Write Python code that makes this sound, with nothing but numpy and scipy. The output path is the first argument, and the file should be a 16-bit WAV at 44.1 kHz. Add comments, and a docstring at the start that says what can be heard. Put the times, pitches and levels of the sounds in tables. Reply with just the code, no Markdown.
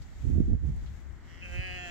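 """In an open field, a sheep hums with its mouth shut, then opens it into one long, buzzy bleat.
Pulses from its voice box ring its throat and mouth, and the tone changes as the mouth opens.
From the start, gusts rumble on the microphone's two openings (ports), left and right in turn,
over a faint outdoor hiss, a dull distant wash and a few tiny ticks."""
import sys
import numpy as np
from scipy import signal
from scipy.fft import rfft, irfft, next_fast_len
from scipy.io import wavfile
from scipy.ndimage import uniform_filter1d

SR = 44100
rng = np.random.default_rng(int(sys.argv[2]) if len(sys.argv) > 2 else 0)


def wav_record(signal):
    """Record a signal, one row per channel, as 16-bit PCM in the file named by sys.argv[1]."""
    frames = np.transpose(np.atleast_2d(signal))
    bounded = np.clip(frames, -1, 1)
    # unit amplitude maps onto the largest positive 16-bit level
    quanta = np.round(bounded * 32767).astype(np.int16)
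    wavfile.write(sys.argv[1], SR, quanta)


N = 83790
T = np.arange(N) / SR

# Strength of the wind at each port: time_s, level_db
GUSTS_LEFT = [(0, -34), (0.06, -55), (0.28, -36.5), (0.38, -30), (0.52, -29.5), (0.6, -39), (0.73, -32.5),
              (0.88, -37.5), (1.02, -44), (1.11, -37.5), (1.19, -48.5), (1.55, -45), (1.59, -33),
              (1.64, -44), (1.72, -40.5), (1.9, -51)]
GUSTS_RIGHT = [(0, -45), (0.15, -47), (0.22, -37), (0.245, -27), (0.3, -23.5), (0.385, -21.5),
               (0.425, -22.5), (0.46, -32.5), (0.482, -24), (0.54, -21), (0.59, -36.5), (0.64, -26),
               (0.69, -27), (0.73, -35), (0.92, -43.5), (1.0, -51.5), (1.4, -56), (1.5, -42), (1.59, -31),
               (1.66, -49), (1.9, -59.5)]
# Tone of the large and the small swirls of air: frequency_hz, gain_db
LARGE_SWIRL_TONE = [(10, -11.5), (25, -5.5), (45, -1), (66, 7), (100, -5.5), (150, -13.5), (250, -31),
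                    (400, -40), (800, -63), (2000, -100)]
SMALL_SWIRL_TONE = [(50, -32), (130, 5), (250, 1.5), (370, -7.5), (480, -18.5), (650, -27), (900, -38),
                    (2000, -73), (5000, -100)]
# Tone of the outdoor hiss: frequency_hz, left_db, right_db
HISS_TONE = [(162, -2.5, -3), (354, -21.5, -14), (480, -14.5, -25.5), (846, -18.5, -15.5), (1050, -23, -38),
             (1620, -21.5, -18), (2110, -20.5, -20), (2820, -24, -38.5), (3240, -23.5, -29),
             (4740, -30, -28), (7270, -22.5, -42.5), (8210, -30, -43.5), (9070, -46, -65),
             (12050, -34.5, -51.5), (15500, -42, -64.5)]
# Tone of the distant wash: frequency_hz, gain_db
WASH_TONE = [(100, -7), (200, 5.5), (350, -0.5), (480, -9), (800, -10), (1300, -8), (2100, -10.5),
             (2700, -29.5), (6000, -48.5)]
# Loudness of the hiss and of the wash: time_s, level_db
HISS_LOUDNESS = [(0, -54), (.3, -55.5), (.6, -59), (.85, -55.5), (1.1, -59), (1.55, -52.5), (1.9, -49.5)]
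WASH_LOUDNESS = [(0, -61), (.6, -64.5), (1, -58.5), (1.35, -57), (1.6, -59)]
# Ticks and scuffs nearby: start_s, level_db, centre_hz, decay_s
TICK_EVENTS = [(0.018, -58.5, 4700, 0.017), (.762, -67, 9000, 0.0058), (0.862, -61, 3600, 0.035),
               (1.005, -70, 13500, .003), (1.672, -52.5, 5370, 0.0029)]
# Hard thumps of wind: centre_s, peak_db, half_width_s
WIND_THUMPS = [(0.381, -20, 0.00088), (.405, -10, 0.0011), (.484, -17, 0.0015), (0.533, -8, 0.0036),
               (0.688, -21.5, 0.0022), (0.702, -19, 0.0022), (1.593, -24, 0.0025)]

# The sheep's note, first humming, then calling: time_s, pitch_hz
HUM_NOTE = [(1.2, 154.7), (1.39, 174.7)]
CALL_NOTE = [(1.41, 180), (1.432, 184), (1.465, 179), (1.515, 177.8), (1.57, 178.5), (1.62, 184.4),
             (1.645, 185.6), (1.674, 184.1), (1.712, 180.3), (1.752, 183.2), (1.782, 179.8), (1.816, 180),
             (1.9, 172)]
# How hoarse the voice is: time_s, roughness (0 to 1)
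HOARSENESS = [(1.39, .7), (1.43, .36), (1.47, .33), (1.51, .12), (1.6, .07), (1.8, .09), (1.9, .14)]
# How hard the sheep pushes: time_s, level_db
VOICE_EFFORT = [(1.18, -78.5), (1.25, -67.5), (1.31, -60.5), (1.37, -58), (1.405, -61), (1.43, -49),
                (1.46, -48), (1.48, -50.5), (1.54, -42.5), (1.64, -40), (1.76, -40), (1.9, -43)]
# The mouth: time_s, opening (0 shut, 1 parting, 2 half open, 3 wide)
MOUTH_OPENING = [(1.405, 0), (1.43, 1), (1.53, 1), (1.62, 2), (1.77, 2.3), (1.79, 2.75), (1.85, 3)]
# How throat and mouth ring at each of those openings: frequency_hz, gain_db
SHUT_TONE = [(100, -22), (300, -17), (1000, -14), (1600, -11.5), (1850, 5.5), (2080, 1.5), (2450, -9.5),
             (2900, -2), (3290, -3.5), (3750, -29), (5700, -11), (6500, -34.5), (10000, -54)]
PARTING_TONE = [(180, -16), (360, -2.5), (540, 1.5), (720, -3), (950, -26), (1270, -6), (1420, -3),
                (1610, 8), (1790, -5), (1970, -2), (2250, -5), (2510, 11.5), (2720, 7), (2870, -12),
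                (3070, 6.5), (3450, -36), (3750, -24), (4150, -24), (5900, -18.5), (7300, -30.5),
                (12000, -39)]
HALF_OPEN_TONE = [(180, -23.5), (365, -3), (550, -3), (735, -7), (930, -23), (1290, -6), (1470, -16.5),
                  (1660, 7), (1850, 3), (2210, -3), (2400, 9.5), (2580, 9.5), (2770, 2.5), (2950, 7.5),
                  (3130, -3), (3400, -16), (3750, -25), (4180, -11.5), (4500, -26.5), (4900, -10.5),
                  (5350, -42), (5850, -18), (6300, -43), (6750, -37), (9000, -44), (12000, -37),
                  (15000, -52)]
WIDE_TONE = [(180, -26), (360, -3), (530, -11.5), (705, 8.5), (900, -24), (1080, -13), (1250, -10.5),
             (1430, -2.5), (1600, 0.5), (1790, 7), (1970, -1.5), (2280, -11), (2500, 10), (2690, 8.5),
             (2870, -6), (3230, 2.5), (3450, -13), (3750, -40), (4100, -11), (4400, -26), (4950, -20),
             (6300, -23), (7250, -16.5), (9000, -73), (12000, -40), (15000, -63)]
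# Boost of the high, brassy ring in the voice: time_s, gain_db
BRASS_BOOST = [(1.39, 2), (1.425, 10.5), (1.455, 0), (1.66, -3), (1.71, 1), (1.78, 1), (1.85, 1.5)]
# Echoes from a nearby tree and fence, then the field: delay_s, fade_s (to fall 60 dB), level_db
ECHOES = [(.0008, .035, -16), (.012, .3, -21)]
# The voice at one port against the other: frequency_hz, left_minus_right_db, left_phase_lead_rad
PORT_BALANCE = [(376, -8, 0), (516, 13.5, -0.2), (690, -1.5, -1.5), (880, -15.5, -2), (1230, 0, -0.6),
                (2150, -10.5, -2.15), (2407, -6.5, .5), (2614, 2, .5), (3020, -0.5, 1.33), (4130, 8, 1),
                (7000, 18, 1.5), (15000, 5.5, -1.5)]


def gain(db):
    """Turn decibels into a multiplier."""
    return 10 ** (np.asarray(db) / 20)


def unit(x):
    """Scale to an average (rms) level of 1."""
    return x / np.sqrt(np.mean(x ** 2))


def curve(rows):
    """Join (time_s, value) rows by straight lines."""
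    return np.interp(T, *np.array(rows, float).T)


def noise():
    """White noise at level 1."""
    return rng.standard_normal(N)


def colour(x, tone):
    """Filter a sound through (frequency_hz, gain_db) points."""
    size = 2 * next_fast_len(N)
    hz, db = np.array(tone, float).T
    grid_hz = np.maximum(np.arange(size // 2 + 1) * SR / size, 1)
    grid_db = np.interp(np.log(grid_hz), np.log(hz), db)
    cepstrum = irfft(np.log(gain(grid_db)))
    # Folding this in half makes the filter ring only after a sound, never before.
    cepstrum[1:size // 2] *= 2
    cepstrum[size // 2 + 1:] = 0
    return irfft(rfft(x, size) * np.exp(rfft(cepstrum)))[:N]


def drift(rate_hz):
    """A smooth random wander, about 1 in size."""
    hold = int(SR / rate_hz)
    steps = noise()[np.arange(N) // hold]
    return unit(uniform_filter1d(uniform_filter1d(steps, hold), hold))


def steady(x, span_s):
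    """Hold a noise near level 1 over every short span."""
    return x / np.sqrt(uniform_filter1d(x ** 2, int(span_s * SR)))


def wind(gusts):
    """Swirling air rumbles at one port; small swirls grow faster than large ones as a gust rises."""
    gust_db = curve(gusts)
    strong_wind_db, growth = -21.5, 0.91
    small_db = -6.5 + growth * (gust_db - strong_wind_db)
    large = gain(2) * steady(colour(noise(), LARGE_SWIRL_TONE), span_s=0.0465)
    small = gain(small_db) * steady(colour(noise(), SMALL_SWIRL_TONE), span_s=0.032)
    return gain(gust_db) * (large + small)


def outdoor_hiss():
    """A faint hiss that flickers slightly and is brighter on the left."""
    rows = np.array(HISS_TONE, float)
    flicker_db = 2
    ports = [colour(noise(), rows[:, [0, side]]) * gain(flicker_db * drift(rate_hz=18.44))
             for side in (1, 2)]
    return unit(np.array(ports)) * gain(curve(HISS_LOUDNESS))


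def distant_wash():
    """Dull noise from the far countryside, partly the same at both ports."""
    shared = noise()
    ports = [unit(colour(shared + noise(), WASH_TONE)) for _ in range(2)]
    return np.array(ports) * gain(curve(WASH_LOUDNESS))


def ticks():
    """Dry ticks and scuffs: bursts of noise that die fast, about as loud on both sides."""
    out = np.zeros((2, N))
    spread, right_db = 2 ** 0.6, 0.5  # the band's shoulders lie 0.6 octaves from its centre
    for start, db, hz, decay in TICK_EVENTS:
        band = [(hz / 8, -45), (hz / spread, -6), (hz, 0), (hz * spread, -9), (hz * 4, -40)]
        fade = gain(db) * (T >= start) * np.exp(-abs(T - start) / decay)
        out += fade * np.array([unit(colour(noise(), band)) * gain(side) for side in (0, right_db)])
    return out


def wind_thumps():
    """Single swirls strike the right port: each one pulls, pushes, then pulls."""
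    right = np.zeros(N)
    for centre, db, half_width in WIND_THUMPS:
        away_squared = ((T - centre) / half_width) ** 2
        right += gain(db) * (1 - away_squared) * np.exp(-away_squared / 2)
    return np.array([np.zeros(N), right])


def voice_box():
    """The voice box gives one sharp pulse and a puff of air per cycle, unevenly when hoarse."""
    pitch_wobble, strength_wobble_db, puff_cycles = 0.03, 2.2, 0.43
    rough = np.clip(curve(HOARSENESS), 0, 1)
    hz = curve(list(HUM_NOTE) + list(CALL_NOTE))
    cycle = np.cumsum(hz / SR).astype(int)
    hz = hz * (1 + pitch_wobble * rough * noise()[cycle])
    phase = np.cumsum(hz / SR)
    starts = np.flatnonzero(np.diff(np.floor(phase))) + 1
    wobble_db = strength_wobble_db * rough[starts] * noise()[:len(starts)]
    strength = gain(wobble_db) * np.sqrt(SR / hz[starts])
    # Draw each pulse over a few samples, so it can fall between two of them.
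    taps = np.arange(-8, 9)
    offset = taps + (phase[starts] % 1 * SR / hz[starts])[:, None]
    spikes = strength[:, None] * np.sinc(offset) * np.hanning(len(taps))
    pulses = np.zeros(N)
    np.add.at(pulses, np.clip(starts[:, None] + taps, 0, N - 1), spikes)
    puffs = unit(np.exp(-(phase % 1) / puff_cycles))
    # Air rushing through the throat hisses above 6800 Hz.
    hiss = signal.sosfilt(signal.butter(4, 6800, "high", fs=SR, output="sos"), noise())
    rasp = gain(-9) * rough * noise()
    return pulses + puffs * (rasp + gain(-7) * hiss)


def bleat():
    """The pulses ring the throat, whose tone shifts as the mouth opens; a brassy ring comes and goes."""
    tones = (SHUT_TONE, PARTING_TONE, HALF_OPEN_TONE, WIDE_TONE)
    waver_db, brass_hz = 2, 2780
    buzz = voice_box()
    mouth = np.clip(curve(MOUTH_OPENING), 0, len(tones) - 1)
    voice = np.zeros(N)
    for opening, tone in enumerate(tones):
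        share = np.maximum(1 - abs(mouth - opening), 0)
        voice += share * unit(colour(buzz, tone))
    for hz in (720, 1900, 2450):  # these bands waver in level at random
        ring = signal.lfilter(*signal.iirpeak(hz, Q=6, fs=SR), voice)
        voice += ring * (gain(waver_db * drift(rate_hz=28)) - 1)
    brass = signal.lfilter(*signal.iirpeak(brass_hz, Q=8, fs=SR), voice)
    voice += brass * (gain(curve(BRASS_BOOST)) - 1)
    return voice * gain(curve(VOICE_EFFORT))


def smear(voice):
    """Paths of nearly equal length spread each pulse in time without changing its tone."""
    gap_s, share = 0.0009, 0.42
    gap = np.zeros(int(gap_s * SR))
    return signal.lfilter(np.r_[-share, gap, 1], np.r_[1, gap, -share], voice)


def across_field(voice):
    """Tree, fence and ground scatter the call, and the microphone's case shades each port."""
    lag_s = 0.00062  # the call reaches the left port first
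    late = np.pad(voice, (int(lag_s * SR), 0))[:N]
    hz, balance_db, lead = np.array(PORT_BALANCE, float).T
    balance = np.interp(np.fft.rfftfreq(2 * N, 1 / SR), hz, np.log(gain(balance_db)) + 1j * lead)
    ports = []
    for sign, direct in ((1, voice), (-1, late)):  # left, then right
        heard = direct
        for delay, fade_s, db in ECHOES:
            tail = noise() * np.exp(-np.log(1000) * T / fade_s) * (T > delay)
            heard = heard + gain(db) * signal.fftconvolve(direct, tail / np.linalg.norm(tail))[:N]
        shading = np.exp(sign * balance / 2)
        ports.append(irfft(rfft(heard, 2 * N) * shading)[:N])
    return np.array(ports)


def scene():
    """Sheep, wind and background together, left and right."""
    sheep = across_field(smear(bleat()))
    gusts = np.array([wind(GUSTS_LEFT), wind(GUSTS_RIGHT)])
    return sheep + gusts + wind_thumps() + outdoor_hiss() + distant_wash() + ticks()


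def record(dry):
    """Cut away the very highest treble."""
    top_hz = 15750
    return signal.sosfilt(signal.ellip(10, .2, 80, top_hz, fs=SR, output="sos"), dry)


dry = scene()
out = record(dry)
wav_record(out)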